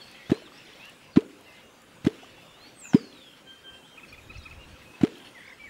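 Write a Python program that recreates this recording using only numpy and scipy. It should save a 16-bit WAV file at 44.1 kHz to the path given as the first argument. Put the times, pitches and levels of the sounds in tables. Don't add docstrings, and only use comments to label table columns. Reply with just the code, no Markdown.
import sys
import numpy as np
from scipy import signal
from scipy.fft import rfft, irfft
from scipy.io import wavfile
from scipy.ndimage import uniform_filter1d, map_coordinates

SR = 44100
rng = np.random.default_rng(int(sys.argv[2]) if len(sys.argv) > 2 else 0)


def makeup_ratio(level_db):
    decades = np.asarray(level_db, float) / 20
    return 10 ** decades


def wav_out(sig):
    wavfile.write(sys.argv[1], SR, np.round(np.clip(np.atleast_2d(sig).T, -1, 1) * 32767).astype(np.int16))


N = 250929

# t/s, level/dB, open f/Hz, closing moment/ms, first swing/ms
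CAVITIES = [
    (.3166, -3.2, 195, 5.5, 5.4),
    (1.1696, -1.2, 221, 9.8, 8.6),
    (2.066, -5.3, 165, 6.3, 7.6),
    (2.9438, -1.7, 200, 10.5, 9.7),
    (5.0329, -2.2, 205, 7.4, 6.6),
]
# t/s, splash peak level/dB, low push level/dB, foot ring f/Hz, hiss level/dB
ENTRIES = [
    (0.298, -26, -22, 650, -45),
    (1.161, -19.5, -22, 656, -60.5),
    (2.047, -30, -22, 650, -46),
    (2.934, -21, -39, 740, -47.5),
    (5.012, -27.5, -23.5, 706, -46),
]
# t/s, peak level/dB, ring f/Hz, hiss level/dB
TEARS = [
    (0.317, -26, 640, -45),
    (1.169, -25, 1020, -63),
    (2.065, -26.5, 653, -39),
    (2.944, -27, 990, -56),
    (5.034, -25, 685, -63),
]
# f/Hz, level/dB per Hz
SPRAY_SPECTRUM = [(290, -9), (500, -4), (603, -6.5), (827, -14), (1580, -12), (2760, -15), (3330, -15.5),
                  (4910, -25.5), (7670, -29.5), (15500, -44.5)]
# f/Hz, T60/s
BANK_T60 = [(120, .25), (220, .45), (330, 1.1), (500, .6), (1500, .35), (4000, .6), (9000, .5)]
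# t/s, f/Hz, peak level/dB, decay/cycles
DRIPS = [(.372, 990, -44, 8), (.42, 600, -43, 6.9), (.475, 1110, -46, 10), (.52, 1110, -45, 7.6),
         (1.22, 586, -41, 8.5), (1.405, 1090, -55, 8), (2.12, 950, -53, 8), (2.232, 707, -41.5, 9),
         (2.244, 1110, -45, 7.8), (2.38, 796, -49.5, 11), (2.509, 1060, -56, 14), (2.988, 1180, -41.5, 5.3),
         (5.05, 1234, -45, 13)]
# t/s, peak level/dB
TICKS = [(0.1141, -41.5), (0.8111, -56), (0.854, -41), (0.8959, -40), (1.4097, -45.5), (1.8194, -46.5),
         (2.8067, -42), (3.2694, -52), (4.1294, -44), (5.1826, -45), (5.4475, -50)]
# t/s, f/Hz, rms level/dB
GLIDES = [
    [(0.25, 3210, -61), (0.34, 3980, -53), (0.4, 4440, -71), (0.445, 4120, -63), (0.49, 2920, -57)],
    [(2.47, 3570, -63), (2.534, 3470, -68), (2.6, 4000, -64), (2.68, 4580, -55), (2.722, 4570, -89)],
    [(2.735, 8300, -74), (2.8, 8260, -54), (2.83, 7400, -51.5), (2.875, 6970, -54), (2.939, 5200, -57.5),
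     (3.02, 4490, -58.5), (3.11, 4200, -64), (3.27, 3300, -58), (3.43, 2990, -74)],
    [(4.205, 3750, -68), (4.266, 3660, -66), (4.37, 4310, -65.5), (4.42, 3700, -61), (4.48, 3750, -70)],
    [(5.59, 2333, -53.5), (5.665, 2246, -49.5), (5.681, 1830, -56), (5.69, 1760, -35)],
]
# t/s, length/s, peak level/dB, lower octave level/dB
PIPES = [
    (3.455, .1, -45, -56.5),
    (3.535, 0.083, -56, -73),
    (3.63, 0.11, -44.5, -57),
    (3.71, 0.078, -48.5, -61),
    (3.81, 0.2, -58, -74),
]
# t/s, length/s, f/Hz, peak level/dB
PEEPS = [(0.652, .012, 4170, -52), (.664, .012, 3500, -54), (.73, 0.01, 3380, -51),
         (1.106, 0.023, 4850, -59.5), (1.131, .017, 4430, -54), (1.56, .13, 2820, -62.5),
         (1.461, 0.16, 2068, -60.5), (2.185, 0.19, 3000, -67), (2.439, 0.14, 2890, -60.5),
         (4.413, 0.07, 3290, -62), (4.85, 0.093, 2533, -53), (4.938, 0.023, 2575, -48.5),
         (5.25, 0.04, 4330, -60)]
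# t/s, length/s, first f/Hz, last f/Hz, peak level/dB
SLIDES = [(0, 0.032, 3490, 3130, -49.5), (0.63, 0.01, 5200, 4750, -60), (0.801, .095, 2480, 2976, -48),
          (.84, 0.077, 1600, 1840, -58), (1.462, .055, 2890, 2500, -55), (2.353, 0.088, 2810, 2550, -57),
          (2.359, .11, 3370, 3580, -62), (3.76, 0.073, 2780, 2680, -59), (3.83, 0.033, 2900, 3520, -53),
          (3.997, .025, 3670, 3400, -59.5), (4.13, 0.025, 3300, 3580, -55), (4.362, 0.023, 4400, 6060, -54),
          (4.422, .028, 4200, 5550, -58), (4.624, 0.033, 3730, 4100, -62), (5.056, .2, 1910, 1500, -61),
          (5.124, 0.064, 3300, 4330, -61), (5.348, 0.046, 2140, 1770, -45), (5.448, 0.053, 3900, 5730, -59),
          (5.517, .04, 5350, 4900, -65.5), (5.57, 0.032, 2850, 2400, -63), (2.84, .05, 14900, 12800, -67)]
# t/s, length/s, end f/Hz, top f/Hz, peak level/dB
ARCHES = [(.01, 0.018, 4240, 4470, -49), (0.358, 0.095, 2780, 3080, -56), (4.058, 0.086, 3360, 5600, -62),
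          (4.08, 0.032, 3970, 4500, -55), (4.585, 0.061, 2705, 2844, -50.5)]
# t/s, top f/Hz, peak level/dB
CHIRPS = [(3.972, 2550, -42.5), (4.121, 2470, -44.5), (4.294, 2560, -43), (4.451, 2550, -42)]
# delay t/s, length/s, f ratio, level/dB
CHIRP_PAIR = [(0, .034, 0.98, 0.5), (0.056, .028, 1.01, -1)]
# start t/s, notes, first f/Hz, last f/Hz, peak level/dB
TRILLS = [
    (3.127, 10, 3350, 3000, -51),
    (5.133, 7, 3150, 3100, -46.5),
]
# start t/s, end t/s, centre f/Hz, swing f/Hz, swing rate f/Hz
WARBLE = (5.4, 5.54, 1880, 400, 41.7)
# t/s, length/s, first f/Hz, last f/Hz, rms level/dB
RASPS = [(0, .1, 4300, 4450, -57), (.13, .17, 2100, 2020, -55), (.525, .07, 4400, 5600, -58),
         (.57, .07, 2700, 2750, -57), (.79, .07, 3300, 3350, -63), (.795, .1, 2500, 2950, -54),
         (.895, .03, 2600, 2700, -52), (2.63, .07, 2650, 2650, -59), (2.82, .08, 2600, 2600, -50),
         (2.83, .06, 1600, 1400, -58), (3.01, .04, 6700, 6300, -63), (4.81, .03, 2300, 1600, -61),
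         (5.21, .05, 2700, 2100, -57), (5.35, .07, 3600, 3300, -63)]
# t/s, far chorus level/dB
CARRY = [(0, -52), (.25, -54), (.45, -54), (.8, -52), (1.04, -57.5), (1.3, -59.5), (1.55, -55),
         (1.8, -60.5), (2.2, -54.5), (2.7, -57.5), (3.1, -54.5), (3.5, -60), (4.45, -56.5), (4.75, -54.5),
         (5.2, -54.5), (5.55, -55.5), (5.69, -57)]
# f/Hz, level/dB per Hz
WATER_SPECTRUM = [(35, -55), (60, -18), (134, 1.5), (173, -2), (231, 1.5), (534, -3.5), (1430, -8),
                  (1560, -8.5), (2000, -14.5), (2600, -16), (4400, -120)]
CHORUS_SPECTRUM = [(650, -18), (1100, -12.5), (2000, -5.5), (2400, -4.5), (2630, -1.5), (3680, -8),
                   (5020, -12.5), (6000, -15), (7800, -52), (13200, -120)]
REEDS_SPECTRUM = [(2060, -34), (3500, -4), (4490, -13.5), (5380, -11), (6060, -5), (6740, -0.5),
                  (11800, -7.5), (15600, -12.5)]
BUFFET_SPECTRUM = [(12, -39.5), (20, -8), (48, -6), (65, 0), (107, -2), (200, -21), (260, -45), (440, -120)]
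DRONE_SPECTRUM = [(400, -43), (480, -7), (520, 6.5), (560, -5), (680, -38)]
# start t/s, top t/s, hold until t/s, end t/s, top level/dB
GUST = (4.0, 4.24, 4.72, 4.95, -48)
# start t/s, top t/s, rise level/dB
AFTER_GUST = (5.3, 5.7, 7)
# f/Hz, rms level/dB
WHINE = [(15625, -88)]

CLOSED_HZ = 410
TEAR_T60_S = 0.04
PIPE_HZ = 3154
TRILL_STEP_S = .023
WATER_DB, WATER_FOLLOWS = -56, 0.2
REEDS_DB, REEDS_FOLLOW = -65.7, 0.28
WASH_DB, WASH_S = 0.5, 0.23
CALM_DB = -71
DRONE_DB = -67


def unit(x):
    return x / np.sqrt(np.mean(x ** 2) + 1e-20)


def along(points, hz):
    f, v = np.transpose(points)
    return np.interp(np.log(hz + 1), np.log(f + 1), v)


def curves(rows):
    s, *cols = np.transpose(rows)
    return [np.interp(np.arange(N) / SR, s, c) for c in cols]


def wobble(rate):
    knots = rng.standard_normal(int(N * rate / SR) + 4)
    return map_coordinates(knots, [np.arange(N) * rate / SR])


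def rush(spectrum, patchy_db):
    hz, _, z = signal.stft(rng.standard_normal(N + SR), SR, nperseg=2048)
    field = uniform_filter1d(rng.standard_normal(z.shape), size=14, axis=0)
    field = uniform_filter1d(field, size=3, axis=1)
    gain = makeup_ratio(patchy_db * unit(field) + along(spectrum, hz)[:, None])
    noise = signal.istft(z * gain, SR, nperseg=2048)[1]
    return unit(noise[:N])


def add(track, s, x):
    part = track[max(round(s * SR), 0):][:len(x)]
    part += x[:len(part)]


def tone(hz):
    return 2 * np.pi * np.cumsum(hz) / SR


def bank_echo(x, delay):
    hz, t, z = signal.stft(rng.standard_normal(SR), SR, nperseg=512)
    decay = makeup_ratio(-60 * t / along(BANK_T60, hz)[:, None])
    tail = signal.istft(z * decay, SR, nperseg=512)[1]
    delayed = np.pad(x, (round(delay * SR), 0))
    return signal.fftconvolve(delayed, tail / np.linalg.norm(tail))[:N]


def plops():
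    out, ms = np.zeros(N), np.arange(SR // 8) / SR * 1000
    for s, db, open_hz, closing, swing in CAVITIES:
        closed = 1 / (1 + np.exp(-(ms - closing) / 2.45))
        hz = open_hz + (CLOSED_HZ - open_hz) * closed + ms
        bubble = .12 * np.exp(-(ms / (9 + 1.6 * swing)) ** 4) + .055 * np.exp(-ms / 25)
        rise = 1 - np.exp(-(ms / 2.11) ** 1.46)
        envelope = rise * (np.exp(-(ms / (.86 * swing)) ** 2) + bubble)
        cavity = makeup_ratio(db) * envelope * np.sin(tone(hz) - 1.35)
        add(out, s, cavity)
        brighter = np.diff(cavity) * SR / (2 * np.pi * 330)
        add(out, s, makeup_ratio(-32 + 0.59 * swing) * bank_echo(brighter, delay=.03))
    return out


def droplets(length, spread, count=50):
    when, pitch, size = rng.random((count, 3)).T
    hz, t = 700 * 11 ** pitch, np.arange(round(length * SR)) / SR
    age = np.clip(t + spread * np.log(when)[:, None], 0, None) * hz[:, None]
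    gain = makeup_ratio(along(SPRAY_SPECTRUM, hz) * 1.16 - 2.26 * np.log(size))
    gain = gain * hz / 1000 * when ** 0.6
    burst = gain @ (np.exp(-age / 5.0) * (1 - np.exp(-age / 0.51)) * np.sin(2 * np.pi * age))
    return burst / np.abs(burst).max()


def splash():
    out, hiss, t = np.zeros(N), np.zeros(N), np.arange(SR // 5) / SR
    for s, db, push_db, hz, hiss_db in ENTRIES:
        add(hiss, s - .002, makeup_ratio(hiss_db + 11.0 - 60 * t / 0.13) * (1 - np.exp(-t / 0.0011)))
        add(out, s - .001, makeup_ratio(db - 5.5) * droplets(.1, spread=0.0045))
        add(out, s, makeup_ratio(db - 7.0 - 60 * t / 0.033) * np.sin(2 * np.pi * hz * t))
        sag = tone(58 + 210 * np.exp(-t / .0035))
        push = makeup_ratio(push_db + 3 - 60 * t / .09) * (1 - np.exp(-t / .002))
        add(out, s - .002, push * np.sin(sag))
    for s, db, hz, hiss_db in TEARS:
        burst = makeup_ratio(hiss_db + 7.5 - 60 * t / TEAR_T60_S)
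        lingering = makeup_ratio(db - 16.5 - 60 * t / 0.28)
        add(hiss, s - .002, (burst + lingering) * (1 - np.exp(-t / 0.0023)))
        add(out, s, makeup_ratio(db - 4.5) * droplets(.15, spread=.007))
        add(out, s + 0.00088, makeup_ratio(db - 3.0 - 60 * t / 0.046) * np.sin(2 * np.pi * hz * t))
    spray = unit(makeup_ratio(5.6 * wobble(500)) * rush(SPRAY_SPECTRUM, patchy_db=-1.0))
    return out + hiss * spray


def drops():
    out, t = np.zeros(N), np.arange(SR // 10) / SR
    for s, hz, db, cycles in DRIPS:
        age = t * hz / cycles
        envelope = np.exp(-2.5 * age) * (1 - np.exp(-9 * age))
        add(out, s, makeup_ratio(db + 6.5) * envelope * np.sin(tone(hz * (1 + 0.084 * age))))
    for s, db in TICKS:
        click = np.convolve(rng.standard_normal(len(t)), [.3, .3, -.6, -.6, .3, .3], "same")
        add(out, s, makeup_ratio(db - 9 - 60 * t / .014) * click)
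    return out


def note(length, first_hz, middle_hz, last_hz, edge):
    u = np.arange(round(length * SR)) / (length * SR)
    hz = first_hz * (2 * u - 1) * (u - 1) + 4 * middle_hz * u * (1 - u) + last_hz * u * (2 * u - 1)
    return tone(hz), np.sin(np.pi * u) ** edge


def glides():
    out, t = np.zeros(N), np.arange(N) / SR
    for rows in GLIDES:
        hz, db = curves(rows)
        on = np.clip(np.minimum(t - rows[0][0], rows[-1][0] - t) / 0.011, 0, 1)
        phase = tone(uniform_filter1d(hz, size=700) * (1 + .006 * wobble(20)))
        out += on * makeup_ratio(db + 5.5) * (np.sin(phase) + makeup_ratio(-29) * np.sin(2 * phase))
    return out


def whistles():
    out = np.zeros(N)
    for s, length, db, low_db in PIPES:
        phase, size = note(length, PIPE_HZ, PIPE_HZ, PIPE_HZ, edge=0.51)
        pipe = makeup_ratio(db) * size ** 3 * np.sin(phase + 0.46 * np.sin(phase / 45))
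        add(out, s, pipe + makeup_ratio(low_db) * size * np.sin(phase / 2))
    notes = [(s, length, hz, hz, hz, db) for s, length, hz, db in PEEPS]
    notes += [(s, length, hz, (hz + last_hz) / 2, last_hz, db) for s, length, hz, last_hz, db in SLIDES]
    notes += [(s, length, hz, top_hz, hz, db) for s, length, hz, top_hz, db in ARCHES]
    for s, length, *hz, db in notes:
        phase, size = note(length, *hz, edge=0.19)
        add(out, s, makeup_ratio(db) * size * np.sin(phase))
    return out


def chirps():
    out = np.zeros(N)
    for s, top_hz, top_db in CHIRPS:
        for lag, length, ratio, step_db in CHIRP_PAIR:
            hz, db = top_hz * ratio, top_db + step_db
            phase, size = note(length, .9 * hz, hz, .66 * hz, edge=.5)
            beats = np.abs(np.sin(np.linspace(-.7, 1.3, len(size)) ** 3 * np.pi * 1.68 + 1.87))
            voice = np.sin(phase) + makeup_ratio(-11) * np.sin(phase * .52)
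            add(out, s + lag, makeup_ratio(db) * size * beats * voice)
    return out


def trills():
    out = np.zeros(N)
    for s, count, *ends, db in TRILLS:
        for k, hz in enumerate(np.linspace(*ends, round(count))):
            phase, size = note(0.0073, 1.007 * hz, 1.017 * hz, 0.81 * hz, edge=0.9)
            level = makeup_ratio(db + 2.1 * rng.normal())
            add(out, s + k * TRILL_STEP_S - .003, level * size * np.sin(phase))
    return out


def warble():
    out = np.zeros(N)
    start, end, hz, swing_hz, rate = WARBLE
    u = np.arange(round((end - start) * SR)) / SR
    swing = -np.cos(2 * np.pi * rate * (u + .003))
    swell = np.sin(np.pi * (u / u[-1]) ** 1.2)
    phase = tone(hz + swing_hz * swing * swell ** .5)
    add(out, start, makeup_ratio(-47 + 4 * swing) * swell ** .2 * np.sin(phase))
    return out


def rasps():
    out, grain = np.zeros(N), wobble(354)
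    for s, length, hz, last_hz, db in RASPS:
        phase, size = note(length, hz, (hz + last_hz) / 2, last_hz, edge=0.46)
        rough = grain[round(s * SR):][:len(size)]
        add(out, s, makeup_ratio(db + 3) * size * rough * np.sin(phase))
    return out


def birds():
    songs = glides() + whistles() + chirps() + trills() + warble() + rasps()
    songs *= makeup_ratio(1.3 * wobble(40) + 2.2 * wobble(140))
    return songs + makeup_ratio(-7.5) * bank_echo(songs, delay=.006)


def buffeting():
    t = np.arange(N) / SR
    *when, top_db = GUST
    gust_db = np.interp(t, when, [CALM_DB, top_db, top_db - 4.5, CALM_DB])
    gust_db = gust_db + np.interp(t, AFTER_GUST[:2], [0, AFTER_GUST[2]]) + .6 * wobble(4)
    return makeup_ratio(gust_db) * unit(makeup_ratio(1.6 * wobble(16)) * rush(BUFFET_SPECTRUM, patchy_db=2.5))


def air():
    chorus_db, = curves(CARRY)
    carry, shared, t = chorus_db - chorus_db.mean(), wobble(2.57), np.arange(N) / SR
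    stirred = sum((t > s) * np.exp(-np.abs(t - s) / WASH_S) for s, *_ in CAVITIES)
    water_db = WATER_DB + WATER_FOLLOWS * carry + WASH_DB * stirred + 0.61 * shared
    water = makeup_ratio(water_db) * rush(WATER_SPECTRUM, patchy_db=2.5)
    chorus = makeup_ratio(chorus_db - 1.5 + 1.5 * wobble(26)) * rush(CHORUS_SPECTRUM, patchy_db=2.5)
    reeds_db = REEDS_DB + REEDS_FOLLOW * carry + 0.32 * shared + 0.7 * wobble(13)
    reeds = makeup_ratio(reeds_db) * rush(REEDS_SPECTRUM, patchy_db=2.9)
    drone = makeup_ratio(DRONE_DB + .4 * carry) * rush(DRONE_SPECTRUM, patchy_db=0.5)
    return water + chorus + reeds + buffeting() + drone


def scene():
    strokes = signal.lfilter(*signal.butter(3, 98, "high", fs=SR), plops() + splash())
    strokes = signal.filtfilt(*signal.butter(2, 55, "high", fs=SR), strokes)
    return (strokes + drops() + birds() + air())[None]


def band_limit(x):
    return signal.sosfilt(signal.butter(12, 15700, fs=SR, output="sos"), x)


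def record(dry):
    t = np.arange(N) / SR
    whine = sum(makeup_ratio(db + 8) * np.sin(2 * np.pi * hz * t) for hz, db in WHINE)
    passed = np.fft.rfftfreq(N, 1 / SR) < 15690
    mix = irfft(rfft(dry + whine) * passed, N)
    return band_limit(mix)


dry = scene()
out = record(dry)
wav_out(out)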